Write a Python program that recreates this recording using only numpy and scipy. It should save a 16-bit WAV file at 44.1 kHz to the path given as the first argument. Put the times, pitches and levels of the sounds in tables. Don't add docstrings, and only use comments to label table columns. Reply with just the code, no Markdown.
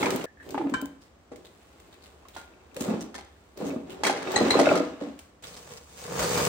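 import sys
import numpy as np
from scipy import signal
from scipy.fft import rfft, irfft, next_fast_len
from scipy.io import wavfile
from scipy.ndimage import uniform_filter1d

SR = 44100
rng = np.random.default_rng(int(sys.argv[2]) if len(sys.argv) > 2 else 0)


def waveform_to_disk(signal):
    frames = np.transpose(np.atleast_2d(signal))
    scaled = np.clip(frames, -1, 1) * 32767
    samples = np.round(scaled).astype(np.int16)
    wavfile.write(sys.argv[1], SR, samples)


N = 285759
TIME = np.arange(N) / SR
AGE = np.arange(SR * 3 // 5) / SR

# t/s, level/dB, f/Hz
HOOD_KNOCKS = [(0.026, -16.5, 315), (0.068, -21, 396), (0.147, -20.5, 254), (0.242, -24.5, 641),
               (0.546, -21, 280), (0.666, -22.5, 293), (0.718, -20, 266), (0.824, -24.5, 283),
               (1.316, -31.5, 479), (2.767, -28, 527), (2.808, -24.5, 239), (2.811, -33.5, 516),
               (2.856, -28, 562), (2.883, -17.5, 214), (2.907, -17.5, 237), (2.939, -17.5, 218),
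               (3.577, -39, 578), (3.612, -27.5, 480), (3.625, -25.5, 202), (3.732, -27, 522),
               (3.761, -22.5, 242), (4.095, -19, 635), (4.283, -28, 371), (4.411, -9.5, 227),
               (4.466, -22, 277.6), (4.596, -18, 280), (4.676, -17.5, 324), (4.724, -10.5, 289),
               (4.761, -16, 485), (4.8, -13, 294), (5.013, -23.5, 542), (5.017, -25, 293),
               (5.067, -26.5, 278)]
# (time to fall by 60 dB, called t60 below)
HOOD_NOTES = [(177, -3, 0.28), (216.1, -2.5, 0.42), (258.2, -3, 0.32), (277, 0.5, 0.36), (314.8, 1, 0.32),
              (372, -9, 0.27), (483.4, -3, 0.3), (507, -4, 0.27), (593.5, 2, 0.27), (643, -4.5, 0.26)]
# f/Hz, level/dB
THUD_TONE = [(60, -25.5), (125, -10), (190, -10.5), (300, 6.5), (400, 4), (580, -9), (800, -7.5),
             (1300, -19), (3000, -45.5), (16000, -66)]
def hood():
    out = np.zeros((2, N))
    strike = ringing(HOOD_NOTES, spread_db=4.5, focus_db=7.5, detune=0.0254)
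    slap = bursts(THUD_TONE, ripple_db=1, t60=0.063, tail_t60=0.24, clump_db=9)
    for s, db, hz in HOOD_KNOCKS:
        swings = 10.8 * from_db(-0.38 * db)
        thud = from_db(-7.5) * thump(hz, t60=swings / hz, rise_s=0.0032)
        boom = from_db(-16 - 0.17 * db) * strike(hz)
        add(out, s, from_db(db) * (thud + boom + from_db(-12) * slap(tail_db=-33.5)))
    return high_pass(out, hz=132)


# t/s, level/dB, start f/Hz, end f/Hz, length/s
HOOD_FLEXES = [(0.595, -23.5, 341, 303, 0.034), (0.641, -21, 306, 280, 0.024),
               (3.658, -33, 285, 263, 0.083), (4.406, -10.5, 460, 248, 0.0049),
               (4.553, -5.5, 544, 452, .005), (4.567, -11, 313, 293, 0.005), (4.59, -6.5, 920, 380, 0.0049),
               (4.599, -9.5, 755, 374, 0.0071), (4.61, -6, 613, 534, 0.0053),
               (4.618, -7.5, 666, 328, 0.0046), (4.668, -8, 660, 527, 0.012), (4.714, -7, 660, 537, 0.0098)]
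def flexes():
    out = np.zeros((2, N))
    strike = ringing(HOOD_NOTES, spread_db=0, focus_db=4.5, detune=0.026)
    for s, db, start_hz, end_hz, length_s in HOOD_FLEXES:
        progress = AGE / length_s
        hz = start_hz + (end_hz - start_hz) * np.minimum(progress, 1) ** 2
        swell = (1 - np.exp(-AGE / 0.0019)) / (1 + progress ** 10)
        swing = swell * np.sin(2 * np.pi * np.cumsum(hz) / SR + rng.uniform(0, 2 * np.pi, (2, 1)))
        boom = from_db(-18) * strike(end_hz)
        add(out, s, from_db(db) * (swing * from_db([[0], [-5]]) + boom))
    return high_pass(out, hz=143.6)


# t/s, level/dB, f/Hz, hardness/dB (how strong the crack is)
FRAME_CLANKS = [(0.03, -16.5, 887, -13), (0.028, -17, 2180, -20), (0.031, -18.5, 1320, -23),
                (0.058, -22.5, 2430, -7.5), (0.067, -16, 970, -25), (0.067, -28, 2125, -23),
                (0.159, -26.5, 960, -13), (0.212, -35, 2820, -6), (0.244, -35, 1000, -24),
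                (0.545, -21, 880, -29), (0.578, -17, 827, -29.5), (0.614, -23.5, 880, -41),
                (1.318, -44, 754, -10), (2.253, -42.5, 1085, -21), (2.364, -30, 906, -7.5),
                (2.376, -46.5, 1430, -4), (3.143, -39.5, 1290, 0.5), (3.152, -35.5, 1790, 0),
                (3.186, -36, 850, -7), (4.035, -17.5, 877, -4.5), (4.05, -16.5, 2230, -6.5),
                (4.066, -19, 1470, 0), (4.096, -14.5, 820, -14), (4.163, -30.5, 2100, -6),
                (4.222, -34, 1570, -2.5), (4.364, -17, 835, -7), (4.506, -17.5, 2040, -3),
                (4.541, -16, 1033, -21), (4.552, -19, 1250, -29), (4.59, -20, 1250, -2),
                (4.596, -17, 946, -9.5), (4.669, -14.5, 1440, -42), (4.713, -18, 1350, -36),
                (4.754, -19, 1360, -8)]
# f/Hz, level/dB, fade/s
FRAME_NOTES = [(814.5, 8, 0.1), (924, -2, 0.27), (1160, -8, 0.1), (1265, -8, .4), (1391, -3, 0.41),
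               (1654, -16, 1), (1903, -15.5, 0.41), (2260, -4, 0.15), (2365, -6, 0.25), (2606, -11, 0.2),
               (3690, -12, 0.69), (5460, -15.5, 0.45)]
GUARD_NOTES = [(2090, -3, .9), (2890, 2, 1.1), (3640, -1, 1.0), (6013, -9, 1.0)]
# f/Hz, level/dB
CLANG_TONE = [(200, -9.5), (600, -4), (900, -9), (1400, -11), (2250, -14), (2800, -16), (8000, -46),
              (16000, -64)]
CRACK_TONE = [(300, 12.5), (1500, 3.5), (2300, 4), (3000, -2.5), (3800, 2.5), (5200, -1.5), (8000, -1.5),
              (11000, -11), (15500, -22)]
def frame():
    out = np.zeros((2, N))
    strike = ringing(FRAME_NOTES, spread_db=13.5, focus_db=19, detune=0.025)
    clang = bursts(CLANG_TONE, ripple_db=-1, t60=0.078, tail_t60=1, clump_db=9)
    crack = bursts(CRACK_TONE, ripple_db=6.5, t60=0.1, tail_t60=0.27, clump_db=17.5)
    sing = ringing(GUARD_NOTES, spread_db=4, detune=0.011)
    for s, db, hz, hardness_db in FRAME_CLANKS:
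        ring = from_db(-9.5) * strike(hz) + from_db(-3) * clang(tail_db=-14)
        clonk = from_db(-6.5) * thump(hz, t60=0.028, rise_s=0.00024)
        body = clonk + from_db(-7 + 0.24 * hardness_db) * ring
        snap = crack(tail_db=-6.5)
        guards = from_db(-16 + 0.7 * db) * sing() * buzz(size=300)
        add(out, s, from_db(db) * (body + from_db(hardness_db - 1.5) * (snap + guards)))
    return high_pass(out, hz=198)


# t/s, build-up/s, hold/s, shudder level/dB, grit level/dB
TILLER_SHOVES = [(0.0, 0.0006, .13, -24.5, -43.5), (0.325, 0.18, 0.15, -34.5, -68),
                 (1.309, 0.011, 0.016, -41.5, -66), (1.302, 0.46, 1, -57.5, -69),
                 (2.73, 0.16, 0.028, -27, -46.5), (3.558, 0.051, 0.071, -28, -51.5),
                 (3.814, 0.066, 0.56, -37, -57), (4.117, 0.26, 0.34, -23.5, -35),
                 (4.994, 0.016, 0.0076, -47, -49)]
def motion():
    build_up_db, shudder_fall_db_per_s, grit_fall_db_per_s = 20, 91, 99
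    t = TIME[::40]
    levels = []
    for s, build_s, hold_s, shudder_db, grit_db in TILLER_SHOVES:
        effort_db = np.interp(t, [s, s + build_s], [-build_up_db, 0], left=-np.inf)
        coasting_s = np.maximum(t - s - build_s - hold_s, 0)
        levels.append([effort_db + shudder_db - shudder_fall_db_per_s * coasting_s,
                       effort_db + grit_db - grit_fall_db_per_s * coasting_s])
    return [np.interp(TIME, t, from_db(db)) for db in np.max(levels, axis=0)]


# f/Hz, level/dB
TYRE_GRIT_TONE = [(150, -1.5), (500, 22.5), (1000, 16.5), (1600, 11), (2300, 7), (2900, 6.5), (3900, 4.5),
                  (5500, 0), (7500, -0.5), (11000, -11.5), (15500, -15.5)]
def rolling(damping=2.43):
    shudder, sand = motion()
    jolts = grains(per_s=200, spread_db=4)

    def shaken(notes):
        ring = ringing(np.array(notes) / [1, 1, damping], spread_db=1)()[:, :SR // 4]
        return even(rms_one(signal.oaconvolve(jolts, ring, axes=1)[:, :N]))
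    body = from_db(-10) * shaken(HOOD_NOTES) + from_db(-8.5) * even(colour(jolts, THUD_TONE))
    body += from_db(-34.5) * shaken(FRAME_NOTES)
    grit = grains(per_s=1600, spread_db=2.5) + 0.96 * rng.standard_normal((2, N))
    return high_pass(shudder * body, hz=88) + from_db(6) * sand * colour(grit, TYRE_GRIT_TONE)


# t/s, level/dB, f/Hz, focus on f/(dB per octave)
LEVER_PINGS = [(4.3585, -17.5, 6400, 2), (4.5035, -19, 4020, 17)]
ROD_SNAPS = [(0.738, -23.5, 1200, 1)]
# f/Hz, level/dB, fade/s
LEVER_NOTES = [(1925, 3.5, 0.051), (4120, -8.5, 0.14), (4000, -0.5, 0.039), (4240, -5, 0.035),
               (6510, -4, 0.037), (7800, -6, 0.05)]
ROD_NOTES = [(1023, 1, 0.08), (1380, -4, 0.11), (1556, 0, 0.14), (1680, -6, 0.09), (2330, -8, 0.09),
             (3080, -14, .32), (7700, -10, 0.05)]
def clinks(hits, notes, crack_db, rise_s):
    out = np.zeros((2, N))
    clack = bursts(CRACK_TONE, ripple_db=0, t60=0.055, tail_t60=0.27, clump_db=3)
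    rise = 1 - np.exp(-(AGE / rise_s) ** 2)
    for s, db, pitch_hz, focus_db in hits:
        ring = 0
        for hz, note_db, t60 in notes:
            strength = from_db(note_db - focus_db * abs(np.log2(hz / pitch_hz)))
            wobbly_time = np.cumsum(1 + 0.016 * buzz(size=130), axis=1) / SR
            ring += strength * decay(t60) * np.sin(2 * np.pi * hz * wobbly_time)
        crack = from_db(crack_db) * clack(tail_db=-14.5) * rise
        add(out, s, from_db(db) * (peak_one(ring * rise) + crack))
    return out


# t/s, level/dB
STONE_CRACKS = [(0.104, -28.5), (0.2403, -37.5), (0.4895, -46), (0.506, -41.5), (0.518, -55), (0.54, -52),
                (0.696, -46.5), (1.359, -50), (1.8, -53), (2.284, -47.5), (2.744, -50), (2.765, -37),
                (2.808, -32), (3.5735, -44), (4.317, -35.5), (5.1903, -43.5)]
# f/Hz, level/dB
STONE_TONE = [(300, -1), (2500, 4), (5500, 1), (8500, 3.5), (15500, -4)]
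def stones():
    out = np.zeros((2, N))
    scatter = from_db(-15) * decay(t60=0.4)
    shape = (1 - np.exp(-AGE / 0.00059)) * (decay(t60=0.021) + scatter)
    for s, db in STONE_CRACKS:
        tone = [(hz, level_db + 2 * rng.standard_normal()) for hz, level_db in STONE_TONE]
        add(out, s, from_db(db) * peak_one(noise(tone, len(AGE)) * shape))
    return out


# t/s, level/dB, rise/s, rasp f/Hz
SAND_SCUFFS = [(0.0, -36, 0.022, 3570), (1.008, -57, 0.024, 5200), (1.443, -51, 0.015, 3900),
               (1.925, -52.5, 0.0076, 3660), (2.017, -52.5, 0.03, 4530), (2.054, -50.5, 0.0044, 3000),
               (2.333, -47.5, 0.035, 3680), (2.79, -38, 0.032, 6840), (3, -42, 0.015, 5830),
               (3.566, -51, 0.041, 4270), (3.64, -44, 0.032, 6260), (3.893, -45.5, 0.019, 2920),
               (5.435, -42.5, 0.0091, 3600), (5.469, -41, 0.0068, 5200), (5.535, -43.5, .007, 4240),
               (5.565, -43.5, 0.0074, 5350), (5.705, -47.5, 0.004, 3270), (5.771, -45, 0.005, 5450)]
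# t/s, level/dB
SAND_STIR = [(0, -40), (1.15, -78.5), (1.6, -62), (2.5, -70), (3.45, -67), (5.2, -66), (5.3, -87)]
# f/Hz, level/dB
SAND_TONE = [(300, 3), (1500, 2.5), (2500, 0.5), (4000, -1), (5500, -6.5), (8000, -1), (11500, -3.5),
             (15500, -11.5)]
def scuffs():
    out = in_time(SAND_STIR)[0] * colour(grains(per_s=2200, spread_db=-1), SAND_TONE)
    crunch = colour(grains(per_s=1300, spread_db=-3), SAND_TONE)
    for s, db, rise_s, hz in SAND_SCUFFS:
        progress = AGE / rise_s
        swell = progress * np.exp(1 - progress)
        at = rng.integers(N - len(AGE))
        sand = crunch[:, at:at + len(AGE)]
        rasp = from_db(-4) * resonate(sand, hz, width_hz=800) * decay(t60=0.3)
        add(out, s, from_db(db) * swell * (from_db(-3) * sand + rasp))
    return out


# f/Hz, level/dB
RATTLING_PARTS = [(1200, -6.5), (2300, -3.5), (3600, -5.5)]
def rattles(taps_per_s=11, spread_db=17):
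    _, sand = motion()
    strike = ringing(FRAME_NOTES, spread_db=7, focus_db=13.5)
    clang = bursts(CLANG_TONE, ripple_db=12, t60=0.026, tail_t60=0.22, clump_db=-6.5)
    out = np.zeros((2, N))
    for hz, db in RATTLING_PARTS:
        tick = peak_one(strike(hz) * decay(t60=0.12) + from_db(-2) * clang(tail_db=-15))[:, :SR // 8]
        taps = np.flatnonzero(rng.random(N) < taps_per_s / SR)
        for at, size in zip(taps, rng.uniform(-1.2, 1, N)[taps]):
            add(out, at / SR, sand[at] * from_db(db + spread_db * size) * tick)
    return out


# t/s, level/dB
LATCH_TICKS = [(0.16, -32), (0.815, -36), (0.857, -40)]
# f/Hz, level/dB
LATCH_TONE = [(500, 12), (5500, 0), (8300, 7.5), (10000, 9), (15500, 7)]
def latch():
    out = np.zeros((2, N))
    tick = bursts(LATCH_TONE, ripple_db=0, t60=0.0089, tail_t60=0.12, clump_db=4)
    for s, db in LATCH_TICKS:
        add(out, s, from_db(db) * tick(tail_db=-27))
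    return out


# t/s, volume (0 to 1)
TILLER_PAUSE = [(.256, 1), (.259, .02), (.39, .05), (.48, 1)]
def tiller():
    lever = clinks(LEVER_PINGS, LEVER_NOTES, crack_db=-8, rise_s=0.0034)
    rod = clinks(ROD_SNAPS, ROD_NOTES, crack_db=-8, rise_s=0.0011)
    controls = lever + rod + latch()
    booming = (hood() + flexes()) * from_db([[0], [-3]])
    parts = booming + frame() + controls + stones() + scuffs() + rolling() + rattles()
    return high_pass(shed(parts), hz=45.2) * np.interp(TIME, *np.transpose(TILLER_PAUSE))


# t/s, rumble level/dB, grit level/dB
WHEEL_APPROACH = [(5.424, -57, -56), (5.444, -50, -56.5), (5.664, -52.5, -58.5), (5.722, -43, -54.5),
                  (5.86, -61.5, -63), (5.96, -54.5, -54.5), (6.116, -34.5, -47), (6.222, -29, -39),
                  (6.48, -25.5, -36.5)]
# t/s, level/dB
WHEEL_JOLTS = [(6.193, -26.5), (6.226, -26.5), (6.376, -25)]
# f/Hz, width/Hz, level/dB
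WHEEL_NOTES = [(163, 30, -11), (431, 24, -12), (482, 13, -7)]
# f/Hz, level/dB
RUMBLE_TONE = [(30, -52), (70, 1.5), (140, 1.5), (230, -0.5), (600, -1), (1100, 1), (2000, -12),
               (4000, -43), (16000, -69)]
WHEEL_GRIT_TONE = [(150, -27), (600, 6), (1200, 1), (2350, 1.5), (2800, 1), (5500, -1), (7000, 2),
                   (11000, -2.5), (15500, -10)]
def hard_wheels():
    rumble, sand = in_time(WHEEL_APPROACH)
    bumps = grains(per_s=600, spread_db=1)
    singing = sum(from_db(db) * even(resonate(bumps, hz, width)) for hz, width, db in WHEEL_NOTES)
    grit = grains(per_s=1400, spread_db=4.5) + 1.2 * rng.standard_normal((2, N))
    crunch = colour(grit, WHEEL_GRIT_TONE, ripple_db=3)
    drumming = from_db(-5.5) * colour(bumps, RUMBLE_TONE, ripple_db=2)
    out = rumble * (drumming + singing) + from_db(6.5) * sand * patches() * crunch
    for s, db in WHEEL_JOLTS:
        jolt = noise(RUMBLE_TONE, len(AGE)) + noise(WHEEL_GRIT_TONE, len(AGE))
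        add(out, s, from_db(db) * peak_one(jolt * decay(t60=0.23)))
    return out


def patches(per_s=26, spread_db=1.5):
    times = np.arange(0, TIME[-1] + 1, 1 / per_s)
    return from_db(spread_db * np.interp(TIME, times, rng.standard_normal(len(times))))


# loudest t/s, level/dB, f/Hz
AXLE_SQUEALS = [(6.25, -41, 4510), (6.38, -41.5, 4840), (6.39, -40.5, 2350)]
def squeals(swell_s=0.046):
    out = np.zeros((2, N))
    for s, db, hz in AXLE_SQUEALS:
        swell = np.exp(-((TIME - s) / swell_s) ** 2 / 2)
        out += from_db(db) * swell * even(resonate(rng.standard_normal((2, N)), hz, width_hz=12))
    return out


# t/s, level/dB
BIRD_CHIRPS = [(0.261, -48), (0.371, -56), (0.399, -45.5)]
def bird(hz=1750):
    swell = np.zeros((1, N))
    for s, db in BIRD_CHIRPS:
        add(swell, s, from_db(db) * decay(t60=0.21) * (1 - np.exp(-AGE / 0.00057)))
    rasp = resonate(resonate(rng.standard_normal((2, N)), hz, width_hz=220), hz, width_hz=150)
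    return swell * even(rasp, size=500)


# f/Hz, level/dB
OUTDOOR_TONE = [(20, -45), (45, -9), (72, 4.5), (110, -10.5), (280, -8.5), (600, -12), (1500, -19.5),
                (4000, -29.5), (8000, -32.5), (16000, -44)]
def outdoors():
    return from_db(-57.5) * noise(OUTDOOR_TONE, N)


def shed(x, echo_db=-11.5, dull_hz=4640):
    tail = rng.standard_normal((2, len(AGE))) * decay(t60=0.44) * (1 - np.exp(-AGE / 0.00096))
    tail = signal.sosfilt(signal.butter(1, dull_hz, fs=SR, output="sos"), tail)
    tail /= np.sqrt(np.sum(tail ** 2, axis=1, keepdims=True))
    return x + from_db(echo_db) * signal.fftconvolve(x, tail, axes=1)[:, :N]


# f/Hz, level/dB of the side compared with the middle
STEREO_WIDTH = [(60, -15.5), (200, -13), (380, -7.5), (700, -2.5), (1300, -2), (2400, 1), (4400, 0),
                (8500, 2.5), (10300, 22.5), (12500, 34), (15000, -27.5)]
def left_right(x):
    size = next_fast_len(N)
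    ratio = from_db(at_hz(STEREO_WIDTH, np.arange(size // 2 + 1) * SR / size))
    shares = np.array([np.ones_like(ratio), ratio]) / np.sqrt(1 + ratio ** 2)
    mid, side = irfft(rfft(x, size) * shares, size)[:, :N]
    return np.array([mid + side, mid - side])


def ringing(notes, spread_db, focus_db=0, detune=0):
    hz, db, t60 = np.transpose(notes)
    fades = from_db(db[:, None] - 60 * AGE / t60[:, None])

    def strike(pitch_hz=1000):
        shifted_hz = hz * (1 + detune * rng.standard_normal(len(hz)))
        waves = fades * np.sin(2 * np.pi * shifted_hz[:, None] * AGE)
        octaves_away = np.abs(np.log2(hz / pitch_hz))
        strength = from_db(spread_db * rng.standard_normal((2, len(hz))) - focus_db * octaves_away)
        return peak_one((strength * rng.choice([-1, 1], (2, len(hz)))) @ waves)
    return strike


def bursts(tone, ripple_db, t60, tail_t60, clump_db):
    source = noise(tone, 3 * len(AGE), ripple_db)
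    head, tail = decay(t60), decay(tail_t60)
    rise = 1 - np.exp(-AGE / 0.00036)
    times = np.linspace(0, AGE[-1], 240)

    def burst(tail_db):
        at = rng.integers(2 * len(AGE))
        bounces = from_db(clump_db * np.clip(rng.standard_normal(len(times)), -2, 2))
        clumps = np.interp(AGE, times, rms_one(bounces))
        return peak_one(source[:, at:at + len(AGE)] * rise * (head + from_db(tail_db) * tail * clumps))
    return burst


def thump(hz, t60, rise_s, side_db=-4):
    phase = np.array([[0], [rng.choice([-1, 1]) * np.pi / 2]])
    swing = np.sin(2 * np.pi * hz * AGE + phase)
    return peak_one(swing * decay(t60) * (1 - np.exp(-AGE / rise_s))) * from_db([[0], [side_db]])


def grains(per_s, spread_db):
    sizes = from_db(spread_db * np.minimum(rng.exponential(1, N), 4))
    return rms_one((rng.random(N) < per_s / SR) * sizes * rng.standard_normal((2, N)))


def buzz(size):
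    return rms_one(uniform_filter1d(rng.standard_normal((2, len(AGE))), size=size))


def noise(tone, size, ripple_db=0):
    return colour(rng.standard_normal((2, size)), tone, ripple_db)


def colour(x, tone, ripple_db=0):
    size = next_fast_len(x.shape[-1])
    hz = np.arange(size // 2 + 1) * SR / size
    peaks_hz = np.cumsum(np.linspace(12, 60, 460))
    heights = rng.standard_normal(len(peaks_hz)) * np.minimum(peaks_hz / 1500, 1)
    gain = from_db(at_hz(tone, hz) + ripple_db * np.interp(hz, peaks_hz, heights))
    return rms_one(irfft(rfft(x, size) * gain, size)[..., :x.shape[-1]])


def resonate(x, hz, width_hz):
    r = np.exp(-np.pi * width_hz / SR)
    return rms_one(signal.lfilter([1, 0, -1], [1, -2 * r * np.cos(2 * np.pi * hz / SR), r * r], x))


def high_pass(x, hz):
    return signal.sosfilt(signal.butter(3, hz, "high", fs=SR, output="sos"), x)


def decay(t60):
    return from_db(-60 * AGE / t60)


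def add(out, s, sound):
    at = round(s * SR)
    out[:, at:at + sound.shape[-1]] += sound[..., :N - at]


def in_time(rows):
    s, *columns = np.transpose(rows)
    return [from_db(np.interp(TIME, s, db, left=-120, right=-120)) for db in columns]


def at_hz(points, hz):
    known_hz, db = np.transpose(points)
    return np.interp(np.log(hz + 1), np.log(known_hz), db)


def even(x, size=2200):
    return x / np.sqrt(np.abs(uniform_filter1d(x ** 2, size)) + 1e-6)


def rms_one(x):
    return x / np.sqrt(np.mean(x ** 2, axis=-1, keepdims=True) + 1e-20)


def peak_one(x, size=256):
    return x / np.sqrt(uniform_filter1d(x ** 2, size, mode="constant").max(axis=-1, keepdims=True))


def from_db(db):
    return 10 ** (np.asarray(db) / 20)


def scene():
    return left_right(tiller() + hard_wheels() + squeals() + bird() + outdoors())


def record(dry):
    treble_cut = signal.ellip(10, 0.2, 80, 15750, fs=SR, output="sos")
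    return signal.sosfilt(treble_cut, np.tanh(dry))


dry = scene()
out = record(dry)
waveform_to_disk(out)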